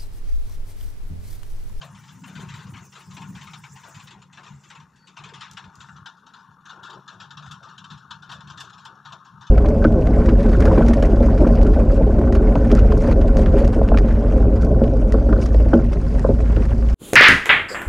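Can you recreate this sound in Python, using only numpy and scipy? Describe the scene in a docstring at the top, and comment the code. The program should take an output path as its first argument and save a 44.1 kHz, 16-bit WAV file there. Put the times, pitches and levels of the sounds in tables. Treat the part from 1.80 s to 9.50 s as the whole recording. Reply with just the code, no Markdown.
"""A high window over the city on a rainy night, with thunder rolling in the distance.
Fat drops knock and splash on a sheet-metal sill and make it ring, over a patter of small drops
and the faint hiss of far rain. The thunder, dulled by the air, booms in the window recess.
A fine sizzle throbs in the treble for the first two seconds; a thin whistle sounds in a lull."""
import sys
import numpy as np
from scipy import signal
from scipy.fft import rfft, irfft, next_fast_len
from scipy.io import wavfile
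from scipy.ndimage import uniform_filter1d

SR = 44100
rng = np.random.default_rng(int(sys.argv[2]) if len(sys.argv) > 2 else 0)


def materialize(psi):
    """Save the field psi as 16-bit PCM at rate SR to the path in sys.argv[1].

    A 1-D psi becomes a single channel; in a 2-D psi each row is a channel.
    """
    bounded = np.clip(np.atleast_2d(psi).T, -1, 1)
    quanta = np.round(bounded * 32767).astype(np.int16)
    wavfile.write(sys.argv[1], SR, quanta)


N = 339570
TIME = np.arange(N) / SR

# Levels in all tables are relative: each sound gets its overall loudness later.
# fat drops hitting the sill: t/s, splash level/dB, knock level/dB, fade time/factor
FAT_DROPS = [(0.014, -32.5, -39, 0.41), (0.147, -46, -49, 1), (0.234, -48, -51.5, 1),
             (0.279, -42.5, -51, 0.81), (0.437, -42, -40, 0.32), (0.476, -43.5, -45, 1),
             (0.552, -37, -39.5, 0.8), (0.596, -40.5, -45.5, 1), (0.686, -35.5, -43.5, 0.89),
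             (0.738, -36.5, -40.5, 0.67), (0.79, -41.5, -46.5, 1), (0.867, -46.5, -63, 0.26),
             (0.936, -47, -39, 0.76), (0.967, -41.5, -53, 0.45), (1.122, -42.5, -51.5, 1),
             (1.153, -39, -42.5, 0.7), (1.205, -44, -57, 0.37), (1.307, -42, -47.5, .9),
             (1.367, -34.5, -42, 0.36), (1.416, -40, -39.5, 0.42), (1.55, -40, -42, 1),
             (1.61, -36, -47.5, 0.6), (1.669, -40.5, -39.5, 0.41), (1.733, -32.5, -40, 0.29),
             (1.836, -41, -39.5, 0.39), (1.957, -42.5, -44, 0.66), (2.033, -42.5, -42, 0.74),
             (2.143, -40.5, -48, .8), (2.197, -39.5, -48, 0.43), (2.271, -38, -49, 0.37),
             (2.306, -39, -47, 0.51), (2.418, -43.5, -52, 0.26), (2.527, -42.5, -52, 0.7),
             (2.571, -42.5, -40, 0.53), (2.631, -43, -48, 1), (2.663, -43.5, -44, 0.54),
             (2.835, -48, -53, 1), (2.901, -37.5, -42, 0.39), (2.95, -42.5, -42.5, 0.39),
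             (2.999, -48, -48.5, 0.36), (3.157, -55, -75, 0.62), (3.271, -41.5, -55.5, 0.47),
             (3.367, -35, -38, 0.53), (3.437, -34, -41.5, 0.53), (3.487, -42.5, -45.5, 0.36),
             (3.536, -35, -42, 0.75), (3.607, -30, -37, 0.83), (3.77, -29.5, -35, 0.32),
             (3.84, -43, -44.5, 0.25), (4.003, -37, -45, 0.47), (4.085, -51, -40, 0.33),
             (4.162, -45.5, -45, 0.46), (4.258, -30.5, -37, 0.33), (4.368, -58, -68, 0.71),
             (4.464, -46, -46, .5), (4.536, -42.5, -42.5, 0.65), (4.586, -52, -47.5, 1),
             (4.854, -40.5, -41.5, 1), (4.894, -35, -38, 0.45), (5.031, -35.5, -38.5, 1),
             (5.099, -35, -41, 0.3), (5.129, -40.5, -43, 0.26), (5.278, -33, -40, 0.44),
             (5.325, -50, -50, 0.66), (5.4, -33, -41.5, 0.59), (5.506, -35, -42, 0.28),
             (5.57, -33.5, -40, 0.38), (5.623, -42.5, -42, 0.52), (5.658, -41, -44, 0.54),
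             (5.71, -33, -37.5, 0.43), (5.828, -43, -39.5, 1), (5.886, -44, -54, 0.73),
             (5.979, -33.5, -53, 0.26), (6.041, -35, -48, 0.2), (6.101, -35.5, -40.5, 0.74),
             (6.173, -46.5, -66, 0.67), (6.307, -29, -35.5, 0.36), (6.422, -42, -46, 0.64),
             (6.492, -34, -37.5, 0.79), (6.515, -30, -48, 0.56), (6.606, -39.5, -45, 0.15),
             (6.672, -39.5, -45, 1), (6.7, -33, -40, 0.16), (6.774, -32, -43.5, 0.68),
             (6.806, -27, -41, 0.12), (6.847, -43, -57, 0.51), (6.896, -42, -46, 0.23),
             (6.93, -41.5, -56, 0.42), (6.978, -44, -48, 1), (7.052, -34.5, -38.5, 0.35),
             (7.251, -37.5, -38.5, 0.66), (7.322, -33.5, -41, 0.3), (7.447, -49.5, -47, 1),
             (7.609, -42, -41, 0.8), (7.668, -38.5, -61, 0.27)]
# notes at which the metal sill rings: f/Hz, width/Hz, level/dB against the direct sound
SILL_MODES = [(519, 8, -8), (665, 12, 0), (910, 9, 2.5), (1064, 30, -1.5), (1233, 13, -5), (1433, 22, -8),
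              (3594, 80, -4), (5565, 62, -6)]
# notes at which the window recess booms: f/Hz, width/Hz, level/dB against the direct sound
RECESS_MODES = [(145, 12.8, 3), (191, 11.3, 7), (368.7, 3.4, -2.5)]


def amp(db):
    """Turns decibels into a factor to multiply by."""
    return 10 ** (np.asarray(db) / 20)


def unit(x):
    """Scales a signal to an average strength (rms) of 1."""
    return x / np.sqrt(np.mean(x ** 2) + 1e-20)


def even(x, size=520):
    """Evens out chance swells over `size` samples, keeping the fine grain."""
    power = abs(uniform_filter1d(x ** 2, size=size))
    return unit(x / np.sqrt(power + .05))


def add(mix, start_s, sound):
    """Mixes a sound in at the given time."""
    part = mix[max(round(start_s * SR), 0):][:len(sound)]
    part += sound[:len(part)]


def curve(points):
    """Joins (time, value) points with straight lines, giving a value for every sample."""
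    return np.interp(TIME, *np.transpose(points))


def value_at(points, hz):
    """Looks up (frequency, value) points along a pitch-like (logarithmic) axis."""
    f, value = np.transpose(points)
    return np.interp(np.log(hz + 1), np.log(f + 1), value)


def filtered(x, response):
    """Turns each frequency up or down by the factor response(hz)."""
    size = next_fast_len(len(x) + 4096)
    hz = np.fft.rfftfreq(size, 1 / SR)
    return irfft(rfft(x, size) * response(hz), size)[:len(x)]


def colour(x, tone):
    """Shapes the lows and highs of a sound by a (frequency, dB) table; strength 1."""
    return unit(filtered(x, lambda hz: amp(value_at(tone, hz))))


def clicks(per_s, spread_db):
    """A shower of random clicks of unequal size."""
    happens = rng.random(N) < per_s / SR
    size = np.minimum(rng.exponential(1, N), 4)
    sign = rng.choice([-1., 1.], N)
    return unit(happens * sign * amp(spread_db * size))


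def patchy(x, depth_db, width_bins, frames=9):
    """Makes random pitches come and go, as when each spot of metal favours its own."""
    spectra = signal.stft(x, nperseg=512, noverlap=384)[2]  # bins 86 Hz apart, frames 3 ms apart
    peaks = uniform_filter1d(rng.standard_normal(spectra.shape), frames, axis=1)
    bell = np.exp(-(np.arange(-8, 9) / width_bins) ** 2)
    peaks = unit(signal.fftconvolve(peaks, bell[:, None], "same"))
    gain = amp(depth_db * np.clip(peaks, -2, 2))
    return signal.istft(spectra * gain, nperseg=512, noverlap=384)[1][:N]


def ring(x, modes):
    """Adds the fading notes (modes) that a sound sets ringing in an object."""
    out = x.copy()
    for hz, width_hz, db in modes:
        decay = np.exp(-np.pi * width_hz / SR)
        pole = decay * np.exp(2j * np.pi * hz / SR)
        out += 2 * amp(db) * signal.lfilter([1 - decay], [1, -pole], x).real
    return out


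def strikes(times, levels_db, lengths, rise_s, t60, tail_db=-20, tail_t60=.25, hold_s=0):
    """Loudness of blows that swell, hold and die to a weak tail; t60 is seconds to fade by 60 dB."""
    lead_s = .008  # the swell starts just before the blow
    t, power = np.arange(SR // 3) / SR - lead_s, np.zeros(N)
    for start, db, stretch in zip(times, levels_db, np.maximum(lengths, .1)):
        swell = .5 + .5 * np.tanh(t / (rise_s * stretch) - .5)
        decay = amp(-60 * np.maximum(t - hold_s, 0) / (t60 * stretch))
        tail = amp(tail_db - 60 * t / tail_t60)
        add(power, start - lead_s, (amp(db) * swell * (decay + tail)) ** 2)
    return np.sqrt(power)


def swells(rows, attack_s, t60):
    """Loudness of sounds given as (t/s, level/dB, length/s): each swells, holds and dies away."""
    t, power = np.arange(SR) / SR, np.zeros(N)
    for start, db, length in rows:
        rise = 1 - np.exp(-t / attack_s)
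        fall = amp(db - 60 * np.maximum(t - length, 0) / t60)
        add(power, start, (rise * fall) ** 2)
    return np.sqrt(power)


def by_place(edge, middle):
    """Blends two values as the water moves from the sill's stiff edge towards its hollow middle."""
    # where the water lands: t/s, place (0 = edge, 1 = middle)
    landing_place = [(0, 0), (3.3, 0.0069), (3.8, 0.47), (4.25, 0.898), (7.7, 0.91)]
    return edge + (middle - edge) * curve(landing_place)


def on_sill(x, low_hz, high_hz):
    """One band of the sill's sound, its tone set by where the water lands; strength 1."""
    # tone of the stiff edge: f/Hz, level/dB
    edge_tone = [(400, -19), (720, -7), (900, 0.5), (1100, 0), (1500, -1.5), (2100, -6.5), (2700, 0.5),
                 (3500, -2), (4500, -3.5), (7300, -4.5), (8600, -20), (11000, -31.5), (15000, -60)]
    # tone of the hollow middle: f/Hz, level/dB
    middle_tone = [(400, -29), (700, -7), (880, -2.5), (1400, 3.5), (1750, -6.5), (2050, -42),
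                   (2700, -15.5), (3650, -10.5), (4700, -19), (5500, -17.5), (7300, -24.5), (8800, -46),
                   (15000, -55)]
    band = filtered(x, lambda hz: ((1 + (low_hz / (hz + 1)) ** 14) * (1 + (hz / high_hz) ** 14)) ** -.5)
    return unit(by_place(colour(band, edge_tone), colour(band, middle_tone)))


def patter(split_hz=1900, fallback_delay_s=.0048):
    """Small drops drum and splash on the sill, joined by droplets falling back from the fat drops."""
    # the rain gusting and easing: t/s, level/dB
    gusts = [(0, -50.5), (.35, -55), (.77, -48), (1.08, -57.5), (1.5, -50.5), (1.9, -54), (2.2, -46.5),
             (2.45, -57), (2.7, -56.5), (3.2, -57), (3.58, -53.5), (3.9, -46), (4.4, -50), (4.8, -51),
             (5.05, -41.5), (5.25, -47), (6.8, -45.5), (7.7, -47)]
    shower = amp(curve(gusts))
    falls = [(start + fallback_delay_s, db, 0) for start, db, _, _ in FAT_DROPS]
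    droplets = swells(falls, attack_s=.012, t60=.21)
    drum_level = np.hypot(shower, amp(-7.5) * droplets)
    splash_level = np.hypot(shower * amp(by_place(edge=-10.5, middle=-17.5)), amp(-11.5) * droplets)
    t = np.arange(SR // 20) / SR
    breakup = rng.standard_normal(len(t)) * amp(-60 * t / .07)  # each small drop breaks into droplets
    drum = on_sill(patchy(clicks(1500, 1.34), 4.5, 1.0, frames=14), 797, split_hz)
    bursts = signal.oaconvolve(clicks(260, 1.0), breakup)[:N]
    splash = on_sill(patchy(bursts, 4.5, .73, frames=16), split_hz, 10400)
    return amp(-4) * (drum_level * drum + splash_level * splash)


def thunder():
    """Far shocks arrive scattered and dulled by the air, and boom in the recess; near ones are brighter."""
    # rolls of thunder: t/s, level/dB, length/s
    rolls = [(0.0, -49.5, .17), (0.29, -56, 0.31), (0.55, -40, .24), (0.84, -39.5, 0.1),
             (0.96, -49.5, 0.074), (1.26, -42, 0.088), (1.39, -42, 0.2), (1.58, -47, 0.27),
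             (1.9, -45.5, 0.057), (2.14, -44, 0.038), (2.23, -48.5, 0.039), (2.35, -50, 0.044),
             (2.7, -42, 0.061), (2.97, -48, 0.052), (3.39, -47, 0.095), (3.52, -49, 0.067), (3.7, -49, .05),
             (3.82, -48, .06), (3.95, -52.5, 0.11), (4.08, -48.5, .15), (4.68, -55, 0.045),
             (4.97, -55, .06), (5.14, -49.5, .05), (5.33, -53.5, .2), (5.55, -45.5, 0.19), (5.76, -57, .06),
             (5.98, -50.5, 0.067), (6.1, -42, 0.052), (6.3, -52.5, 0.13), (6.48, -49, 0.12),
             (6.63, -45.5, 0.084), (6.73, -52.5, 0.094), (7.25, -50.5, 0.094), (7.52, -50, 0.1)]
    # the rumble between the rolls: t/s, level/dB
    rumble = [(0, -48), (1.15, -55), (2.1, -56.5), (2.7, -55.5), (3.15, -62), (3.7, -59), (4.35, -70),
              (4.85, -61), (5.9, -57.5), (7.0, -55.5), (7.45, -63.5), (7.7, -58)]
    # tone of the deep boom: f/Hz, level/dB
    boom_tone = [(25, -35), (45, -18.5), (70, -5.5), (115, 3.5), (150, 6), (210, -7), (260, -20.5),
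                 (330, -27), (600, -65)]
    # tone of the growl above it: f/Hz, level/dB
    growl_tone = [(150, -30), (240, 2), (380, 6.5), (550, -1.5), (700, -9), (950, 8.5), (2000, -43)]
    # loudness of the nearest rolls: t/s, level/dB
    near_level = [(0, -70), (.28, -57), (.45, -45.5), (.6, -45.5), (.76, -69), (.94, -46.5), (1.15, -68),
                  (1.35, -56), (1.53, -39.5), (1.7, -80), (2.5, -61), (2.9, -64.5)]
    # tone of the nearest rolls: f/Hz, level/dB
    near_tone = [(50, -50), (120, -26.5), (185, 10.5), (220, -4), (270, -5.5), (320, -20), (450, -51)]
    level = np.hypot(swells(rolls, attack_s=.007, t60=.15), amp(curve(rumble)))
    boom = unit(ring(colour(clicks(500, 1.6), boom_tone), RECESS_MODES))
    boom /= (uniform_filter1d(boom ** 2, size=2600) + .012) ** .67  # the shocks merge into an even roll
    growl = colour(patchy(clicks(1800, 1.6), 6.3, .71), growl_tone)
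    growl = unit(ring(growl, RECESS_MODES + SILL_MODES))
    growl_level = np.hypot(amp(-23.5) * level, amp(-69))  # follows the boom, over a steady floor
    near = even(colour(clicks(1200, .7), near_tone), size=2600)
    return boom * level + growl * growl_level + near * amp(curve(near_level) + 1.5)


def far_rain():
    """Rain all over the city blurs into a faint smooth hiss, different at each ear."""
    # tone of the hiss: f/Hz, level/dB
    hiss_tone = [(30, 14), (130, -1), (300, 5.5), (600, -37), (1100, 0), (2100, -39.5), (3600, -29),
                 (7000, -26), (8400, -11), (9000, -8), (15000, -13)]
    return amp(-78.5) * np.array([colour(rng.standard_normal(N), hiss_tone) for ear in range(2)])


def throb(lead_s=0, first_s=.055, period_s=.1405, slowing_s=.00074, width_s=.023):
    """The beat of the sizzle, about 0-1: a strong and a weak swish in turn, gradually slowing."""
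    count = np.arange(17)
    strong = first_s + period_s * count + slowing_s * count ** 2 / 2 - lead_s
    weak = strong + .49 * period_s
    t = TIME[::64]
    swishes = lambda times: np.exp(-((t[:, None] - times) / width_s) ** 2).sum(1)
    return np.interp(TIME, t, swishes(strong) + .6 * swishes(weak))


def sizzle(fizz_end_s=2.28, fade_s=.025):
    """A fine treble sizzle that throbs at first, each throb sweeping up into a short fizz."""
    # loudness of the sizzle: t/s, level/dB
    sizzle_level = [(0, -68), (1.0, -65), (2.22, -62.5), (2.38, -94), (2.52, -82), (2.68, -67), (2.88, -64),
                    (3.05, -79), (3.9, -98), (3.97, -64), (4.15, -73), (4.25, -100)]
    # tone of the sizzle: f/Hz, level/dB
    sizzle_tone = [(3000, -45), (5200, -4.5), (6000, -2), (7400, 0), (8400, -18), (10000, -26)]
    # tone of the higher fizz: f/Hz, level/dB
    fizz_tone = [(6000, -13), (8000, 1.5), (9200, 11.5), (11000, -1), (13000, -1), (15000, 5)]
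    low = colour(patchy(rng.standard_normal(N), 4.2, 15.0), sizzle_tone)
    low *= amp(curve(sizzle_level) + 1 + 6 * throb(lead_s=.004))  # peaks just before the fizz
    fizz = colour(patchy(rng.standard_normal(N), 4.2, 3.9), fizz_tone)
    fizz *= amp(-77 + 17 * throb())
    return low + fizz * np.clip((fizz_end_s - TIME) / fade_s + 1, 0, 1)


def fat_drops(rise_s=.0038, hold_s=.0093, typical_splash_db=-42.5):
    """Each drop flattens, stays spread and drains: a knock on the metal, a splash and a fine spray."""
    times, splash_db, knock_db, lengths = np.transpose(FAT_DROPS)
    spray_db = -50.5 + .7 * (splash_db - typical_splash_db)  # bigger splashes throw more spray
    knock = even(on_sill(patchy(clicks(6000, 2.0), 7, 1.0), 840, 2236))
    splash = even(on_sill(patchy(clicks(7000, 1.7), 7, .37), 1790, 4090))
    spray = even(on_sill(patchy(clicks(9000, .73), 7, 1.2), 4070, 17000))
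    knock *= strikes(times, knock_db, lengths, 2.14 * rise_s, t60=.52, hold_s=hold_s)
    splash *= strikes(times, splash_db, lengths, rise_s, t60=.36, hold_s=hold_s)
    spray *= strikes(times, spray_db, lengths, .5 * rise_s, t60=.28,
                     tail_db=-32, tail_t60=.22, hold_s=hold_s)
    return amp(-2) * knock + amp(-8.5) * splash + amp(-4.5) * spray


def pings(t60=.064, contact_s=.0017, scatter=.252, count=3):
    """The spot a fat drop strikes rings with a few close notes, higher towards the sill's middle."""
    t, out = np.arange(SR // 8) / SR, np.zeros(N)
    spot_hz = by_place(edge=3100, middle=3579)
    for start, db, _, _ in FAT_DROPS:
        detune, phase = rng.random((2, count))
        offsets = scatter * (detune - .5) * np.arange(1, count + 1) / count
        notes_hz = spot_hz[round(start * SR)] * (1 + offsets)
        notes = np.sin(2 * np.pi * (notes_hz[:, None] * t + phase[:, None])).sum(0) / np.sqrt(count)
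        level = amp(db - 9 - 60 * t / t60) * (1 - np.exp(-t / contact_s))
        add(out, start + .001022, level * notes)
    return out


def thuds(note_hz=660, width_hz=170):
    """The heaviest water bends the whole sheet: a dull note, and a groan that lasts while it pours."""
    # heavy hits: t/s, note level/dB, groan level/dB, groan length/s
    hits = [(0.02, -43, -64, 0.026), (0.47, -52, -59.5, 0.1), (0.58, -59, -48.5, 0.064),
            (0.77, -60, -60.5, 0.29), (1.16, -57, -55.5, 0.041), (1.36, -59, -51, 0.067),
            (1.5, -71, -63.5, 0.16), (2.055, -49, -56.5, 0.037), (2.304, -78, -53.5, 0.063),
            (2.58, -54.5, -58, 0.083), (2.912, -72, -61, 0.036), (3.39, -72, -55.5, 0.15),
            (3.5, -58, -60, 0.032), (3.78, -77, -66, 0.17), (4.93, -52.5, -53.5, 0.12),
            (5.078, -53, -49, 0.11), (5.31, -55, -62.5, 0.15), (5.6, -56.5, -73, .05),
            (5.81, -51, -65.5, 0.096), (6.53, -50, -71, .06), (6.72, -62, -56, 0.13),
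            (7.06, -60, -60, 0.093), (7.319, -53.5, -49.5, 0.026)]
    # tone of the bending sheet: f/Hz, level/dB
    groan_tone = [(150, -37), (250, -0.5), (380, 10), (550, -2.5), (700, 1), (950, 10), (2000, -43.5)]
    times, note_db, groan_db, lengths = np.transpose(hits)
    note = filtered(clicks(3000, .78), lambda hz: 1 / (1 + ((hz - note_hz) / width_hz) ** 4))
    note = even(unit(note), size=1000)
    note *= strikes(times, note_db, np.ones(len(hits)), rise_s=.02, t60=.24, tail_db=-34, tail_t60=.17)
    groan = colour(patchy(clicks(1800, 2.1), 8.1, .67), groan_tone)
    groan = even(ring(groan, RECESS_MODES), size=1500)
    groan *= swells(zip(times, groan_db, lengths), attack_s=.016, t60=.17)
    return amp(3) * (note + groan)


def whistle(pitch_hz=4500, width_hz=45):
    """A thin, slightly rough high tone in the lull, made from a narrow band of noise."""
    level = [(3.12, -93), (3.185, -70), (3.29, -62), (3.35, -100)]  # t/s, level/dB
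    tone = filtered(rng.standard_normal(N), lambda hz: 1 / (1 + ((hz - pitch_hz) / width_hz) ** 2))
    return even(unit(tone), size=1000) * amp(curve(level))


def ticks():
    """Drops burst close by, each with a bright tick or a brief wet spray."""
    # bursting drops: t/s, level/dB, spray length/factor
    bursts = [(3.7129, -34.5, 0.29), (3.734, -47, 1.0), (3.955, -46, 0.69), (5.033, -53, 1.7),
              (5.711, -49, 5.8), (6.514, -50, 6.9), (6.801, -42, 5.8), (7.051, -49, 3.6)]
    # tone of a burst: f/Hz, level/dB
    burst_tone = [(1500, -6), (4000, 6.5), (7000, 7.5), (9500, -7), (15000, -16)]
    times, levels_db, lengths = np.transpose(bursts)
    level = strikes(times, levels_db, lengths, rise_s=.0005, t60=.02, tail_t60=.2)
    return colour(rng.standard_normal(N), burst_tone) * level


def stereo(x, echo_t60=.12):
    """The left microphone faces the sill; wall echoes differ left and right, most in the treble."""
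    # how much louder the left side is: f/Hz, level/dB
    balance = [(60, 0), (150, 2), (380, 3.3), (700, 5.7), (1290, 7), (2380, 4.3), (4400, 4.4), (7000, -1.5),
               (8300, -14), (9500, -22), (11500, -16), (14500, -4)]
    # how alike the two sides are: f/Hz, likeness (0-1)
    likeness = [(700, .997), (3100, .99), (5000, .92), (7000, .65), (15000, .5)]
    alike = lambda hz: value_at(likeness, hz)
    left_share = lambda hz: 1 / (1 + amp(-value_at(balance, hz)))
    t = np.arange(SR // 10) / SR
    walls = rng.standard_normal(len(t)) * amp(-60 * t / echo_t60)
    echoes = signal.oaconvolve(x, walls / np.linalg.norm(walls))[:N]
    side = filtered(echoes, lambda hz: np.sqrt((1 - alike(hz)) / (1 + alike(hz))))
    side = filtered(side, lambda hz: 4 * left_share(hz) * (1 - left_share(hz)))
    left = 2 * filtered(x, left_share) + side
    return np.array([left, 2 * x - left])


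def scene():
    """Rain on the sill, thunder behind it and the hiss of far rain all round."""
    rain = amp(-3.5) * ring(fat_drops() + thuds() + patter(), SILL_MODES) + pings() + ticks()
    side_thunder = amp(-17) * thunder()  # thrown back by the buildings, it arrives from the sides
    at_window = stereo(rain + sizzle() + whistle() + thunder())
    return at_window + np.array([side_thunder, -side_thunder]) + far_rain()


def record(dry):
    """Cuts away the very highest treble."""
    cutoff_hz = 15620
    low_pass = signal.firwin(511, cutoff_hz, window=("kaiser", 9), fs=SR)
    return signal.oaconvolve(dry, low_pass[None], "same")


dry = scene()
out = record(dry)
materialize(out)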